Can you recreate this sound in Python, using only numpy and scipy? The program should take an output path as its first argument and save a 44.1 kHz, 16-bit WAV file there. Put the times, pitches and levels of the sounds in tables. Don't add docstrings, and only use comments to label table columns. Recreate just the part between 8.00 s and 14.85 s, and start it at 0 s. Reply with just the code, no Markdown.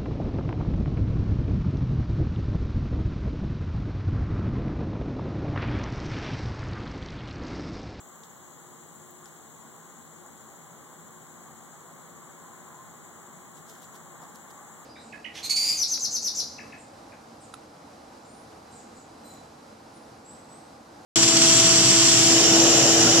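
import sys
import numpy as np
from scipy import signal
from scipy.fft import rfft, irfft
from scipy.io import wavfile

SR = 44100
rng = np.random.default_rng(int(sys.argv[2]) if len(sys.argv) > 2 else 0)


def dump(signal):
    limited = np.clip(np.atleast_2d(signal).T, -1, 1)
    pcm = np.round(limited * 32767).astype(np.int16)
    wavfile.write(sys.argv[1], SR, pcm)


N = 302085
T = np.arange(N) / SR
HZ = np.fft.rfftfreq(N, 1 / SR) + 1e-3

# f/Hz, density/(dB per Hz)
HISS_SPECTRUM = [(1200, -115), (2450, -105), (3050, -97.5), (4100, -100), (4800, -104.5), (5800, -104.5),
                 (9000, -103.5), (12000, -101.5), (15500, -99.5)]
# f/Hz, base density/(dB per Hz)
ROAR_SPECTRUM = [(25, -108), (64, -100.5), (90, -82), (110, -91.5), (140, -82), (200, -87), (260, -82),
                 (500, -84.5), (680, -84.5), (820, -81), (915, -85), (1060, -79.5), (1330, -85.5),
                 (1800, -89), (2200, -91), (2900, -112)]
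# f/Hz, L-R correlation (clipped to -1..1 in use)
TRAFFIC_CORRELATION = [(45, -0.69), (100, -0.63), (160, 0.22), (320, 0.22), (500, 0.53), (800, 0.82),
                       (1200, 1), (1450, 0.73), (1750, 0.078), (2300, -1.044)]
# nearest t/s, half length/s, f/Hz, width/Hz, level/dB
CAR_PASSES = [(4.2, .09, 1110, 150, -58), (4.53, 0.13, 1040, 85, -54.5), (4.77, 0.096, 1035, 85, -54),
              (6.22, 0.063, 1035, 100, -55.5), (6.55, 0.23, 853, 100, -58.5), (6.68, .2, 1150, 240, -60)]
# f/Hz, width/Hz, base level/dB
MOTOR_BANDS = [(96, 14, -71), (125.8, 14, -70), (161.6, 24, -63), (178.5, 19, -66), (221.6, 16, -65),
               (239.3, 10, -69.5), (447.6, 18, -71.5)]
# f/Hz, L-R correlation
MOTOR_CORRELATION = [(100, -0.6), (160, 0.4), (450, 0.4)]
# f/Hz, base density/(dB per Hz)
CHORUS_SPECTRUM = [(5900, -120), (6400, -99), (6800, -85), (7200, -89.5), (7500, -91.5), (7950, -105),
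                   (8150, -103.5), (9000, -108), (10500, -118)]
# f/Hz, spread/Hz, stroke rate/Hz, duty (0..1), base level/dB, L minus R/dB
NEAR_CRICKETS = [ (6430, 90, 3.42, 0.99, -63.5, -1), (6660, 62, 3.38, 1, -61.5, 11),
                 (7140, 19.8, 13.68, 0.36, -62.5, 15), (7250, 50, 15.2, 0.9, -63.5, 13.5),
                 (7280, 39, 17, 0.95, -60, 3.5), (7570, 110, 14.1, 1, -58.5, 11),
                 (7877, 70, 14.1, 1, -64.5, 16)]
# f/Hz, gain/dB
SHELL_RESPONSE = [(500, -8), (1500, 8), (2400, -11), (3150, 9), (3800, 8.5), (4700, 1.5), (5700, 7.5),
                  (7500, 4), (10000, 3), (13000, 2), (15500, -3)]
# t/s, level/dB, decay/s, ring f/Hz, width/Hz, knock re tick/dB
SHELL_TICKS = [ (.235, -44.5, .0028, 3700, 5500, -19.5), (1.108, -46, .0009, 14800, 1800, -20),
               (1.256, -48, 0.0009, 5000, 13000, -2), (1.2578, -44.5, 0.0016, 5000, 13000, 1),
               (5.5695, -46, .0006, 6000, 9000, -20), (5.697, -44, .0008, 5500, 9000, -20),
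               (5.843, -42.5, .001, 6000, 12000, -18), (5.954, -47, .0012, 7000, 12000, -20),
               (6.224, -58, .0008, 5000, 9000, -6), (6.2385, -54, .0008, 5000, 9000, -9),
               (6.357, -46, .001, 9000, 14000, -20), (6.512, -44, 0.0011, 8000, 12000, -21.5)]
# centre t/s, half length/s, level/dB
FINGER_SCUFFS = [(.249, .006, -57), (1.272, .014, -62.5), (5.578, 0.016, -59), (5.7, 0.016, -52),
                 (5.755, 0.04, -59.5), (5.828, 0.012, -53), (5.96, 0.013, -54), (6.236, 0.015, -57.5),
                 (6.359, 0.0074, -52), (6.4, 0.2, -73), (6.506, 0.0035, -50.5)]
# f/Hz, gain/dB
BUMP_RESPONSE = [(70, -39), (170, 3), (450, -15), (780, 0.5), (1100, -1), (1700, -18), (4000, -45)]
# t/s, level/dB, rise and decay/s, cutoff f/Hz
HAND_BUMPS = [(1.652, -49, 0.016, 700), (2.225, -52.5, 0.014, 400), (6.228, -44.5, 0.017, 5000)]


def undb(db):
    return 10 ** (np.asarray(db) / 20)


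def unit(x):
    return x / np.sqrt(np.mean(x ** 2))


def across(points):
    hz, value = np.transpose(points)
    return np.interp(np.log(HZ), np.log(hz), value)


def density(points):
    return undb(across(points)) * np.sqrt(SR / 2)


def resonance(hz, width_hz):
    return 1 / (1 + (2 * (HZ - hz) / width_hz) ** 2)


def noise(gain, corr=0):
    mid, side = rfft(rng.standard_normal((2, N)))
    corr = np.clip(corr, -1, 1)
    mid, side = mid * np.sqrt((1 + corr) / 2), side * np.sqrt((1 - corr) / 2)
    return irfft(gain * np.array([mid + side, mid - side]), N)


def band(hz, width_hz, corr):
    return unit(noise(resonance(hz, width_hz), corr))


def tone(pitch_hz, lag_rad):
    phase = 2 * np.pi * np.cumsum(pitch_hz) / SR
    return unit(np.array([np.sin(phase), np.sin(phase - lag_rad)]))


def walk(rate_hz):
    return unit(irfft(rfft(rng.standard_normal(N)) * np.exp(-(HZ / rate_hz) ** 2), N))


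def swell(at_s, half_s):
    return np.exp(-((T - at_s) / half_s) ** 2 / 2)


def pan(db):
    return undb(np.array([[db], [-db]]) / 2)


def hiss(lag_s=0.0004144, corner_hz=6200):
    depth = 0.16 + 1.21 / (1 + (HZ / corner_hz) ** 12)
    return noise(density(HISS_SPECTRUM), -depth * np.cos(2 * np.pi * HZ * lag_s))


def traffic(start_db=-2, rise_db_per_s=0.5, car_dip_db=-0.04, split_hz=480, sizzle_db=-10):
    passing = sum(swell(at_s, half_s) for at_s, half_s, *_ in CAR_PASSES)
    roar_db = start_db + rise_db_per_s * T + car_dip_db * passing + 0.38 * walk(5.7)
    tyre_share = 1 / (1 + (split_hz / HZ) ** 4)
    corr = across(TRAFFIC_CORRELATION)
    tyres = noise(density(ROAR_SPECTRUM) * np.sqrt(tyre_share), corr)
    rumble = noise(density(ROAR_SPECTRUM) * np.sqrt(1 - tyre_share), corr)
    sizzle = undb(sizzle_db) * band(hz=1600, width_hz=800, corr=corr)
    cars = sum(undb(db) * swell(at_s, half_s) * (band(hz, width_hz, corr) + sizzle)
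               for at_s, half_s, hz, width_hz, db in CAR_PASSES)
    return tyres * undb(roar_db) + cars + rumble * undb(0.5 * walk(3.7))


def motors(base_db=-2, swell_db=2.5):
    corr = across(MOTOR_CORRELATION)
    drone = sum(undb(db) * band(hz, width_hz, corr) for hz, width_hz, db in MOTOR_BANDS)
    return drone * undb(base_db + swell_db * swell(at_s=4.3, half_s=2.6)) * pan(2.2)


def fan(blade_hz=359, waver_hz=2.77, level_db=-66, echo_db=-3, fade_db=2, sink_db_per_s=0.46):
    blades = tone(blade_hz + waver_hz * walk(7.8), lag_rad=0.7)
    echoes = undb(echo_db) * band(blade_hz, width_hz=16, corr=0.6)
    envelope = undb(fade_db * walk(5) - sink_db_per_s * T)
    return undb(level_db) * unit((blades + echoes) * envelope) * pan(5.9)


def chorus():
    return noise(density(CHORUS_SPECTRUM)) * undb(0.5 * walk(7.9)) * pan(2.8)


def thin_trill(base_hz=9305, sharp_hz=59.6, stop_s=0.045, restart_s=0.588, settle_s=0.8, level_db=-72):
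    fresh = (T > stop_s) / (1 + (np.maximum(T - restart_s, 0) / settle_s) ** 4)
    slips_hz = (26 + 45 * fresh) * abs(walk(21))
    buzz_hz = 42 * walk(280)
    pitch_hz = base_hz + sharp_hz * fresh + slips_hz + buzz_hz
    direct = tone(pitch_hz, lag_rad=0.5)
    leaves = undb(-7) * band(np.mean(pitch_hz), width_hz=260, corr=0.13)
    gate = np.clip(np.maximum(T - restart_s, stop_s - T) * 60, 0, 1)
    song = (direct + leaves) * gate * undb(0.85 * walk(13))
    return undb(level_db) * unit(song) * pan(2)


def cricket(hz, spread_hz, stroke_hz, duty, db, pan_db, droop_hz=70, scatter=0.94, echo_db=-13):
    cycle = np.cumsum(stroke_hz * (1 + 0.003 * walk(1.5))) / SR % 1
    stroke = np.clip((duty - cycle) * 12, 0, 1) * np.clip(cycle * 40, 0, 1)
    pitch_hz = hz + 0.7 * spread_hz * walk(69.85) + droop_hz * (0.5 - cycle)
    direct = tone(pitch_hz, lag_rad=1.3)
    leaves = band(hz + 0.24 * droop_hz, 3 * spread_hz, corr=-0.14)
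    song = direct * stroke + scatter * leaves * (stroke + undb(echo_db))
    return undb(db) * unit(song * undb(0.5 * walk(4))) * pan(pan_db)


def ticks(snap_s=0.000082, rattle_db=-3, tail_db=-23, tail_s=0.051, knock_hz=1460, knock_s=0.0037):
    out = np.zeros((2, N))
    for at_s, db, decay_s, hz, width_hz, knock_db in SHELL_TICKS:
        age_s = np.maximum(T - at_s, 0)
        colour = resonance(hz, width_hz) * undb(across(SHELL_RESPONSE))
        impulse = irfft(colour * np.exp(-2j * np.pi * HZ * at_s), N)
        snap = unit(impulse) * np.sqrt(snap_s * SR / N)
        envelope = undb(rattle_db) * np.exp(-age_s / decay_s) + undb(tail_db) * np.exp(-age_s / tail_s)
        rattle = (T >= at_s) * envelope * unit(noise(colour, corr=0.13))
        knock = undb(knock_db) * np.exp(-age_s / knock_s) * np.sin(2 * np.pi * knock_hz * age_s)
        out += undb(db) * (snap + rattle + knock)
    return out


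def scuffs(grit_db=3, catches_per_s=450, spread_db=4, crackle_db=-2):
    shell = undb(across(SHELL_RESPONSE))
    grit = unit(undb(grit_db * walk(500)))
    catches = rng.random(N) < catches_per_s / SR
    strength = undb(spread_db * rng.uniform(-1.2, 1, (2, N))) * rng.choice([-1, 1], N)
    crackle = unit(irfft(rfft(catches * strength) * shell, N))
    friction = unit(noise(shell, corr=0.27)) * grit
    power = sum((undb(db) * swell(at_s, half_s)) ** 2 for at_s, half_s, db in FINGER_SCUFFS)
    return unit(friction + undb(crackle_db) * crackle) * np.sqrt(power)


def bumps():
    out = np.zeros((2, N))
    for at_s, db, fade_s, cutoff_hz in HAND_BUMPS:
        colour = undb(across(BUMP_RESPONSE)) / (1 + (HZ / cutoff_hz) ** 2)
        out += undb(db) * np.exp(-abs(T - at_s) / fade_s) * unit(noise(colour, corr=0.89))
    return out


def scene(crickets_db=-4.5):
    background = traffic() + motors() + fan() + hiss()
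    crickets = chorus() + sum(cricket(*row) for row in NEAR_CRICKETS)
    return background + undb(crickets_db) * crickets + thin_trill() + ticks() + scuffs() + bumps()


def record(dry, cutoff_hz=15800):
    return signal.sosfilt(signal.ellip(12, 0.1, 70, cutoff_hz, fs=SR, output="sos"), dry)


dry = scene()
out = record(dry)
dump(out)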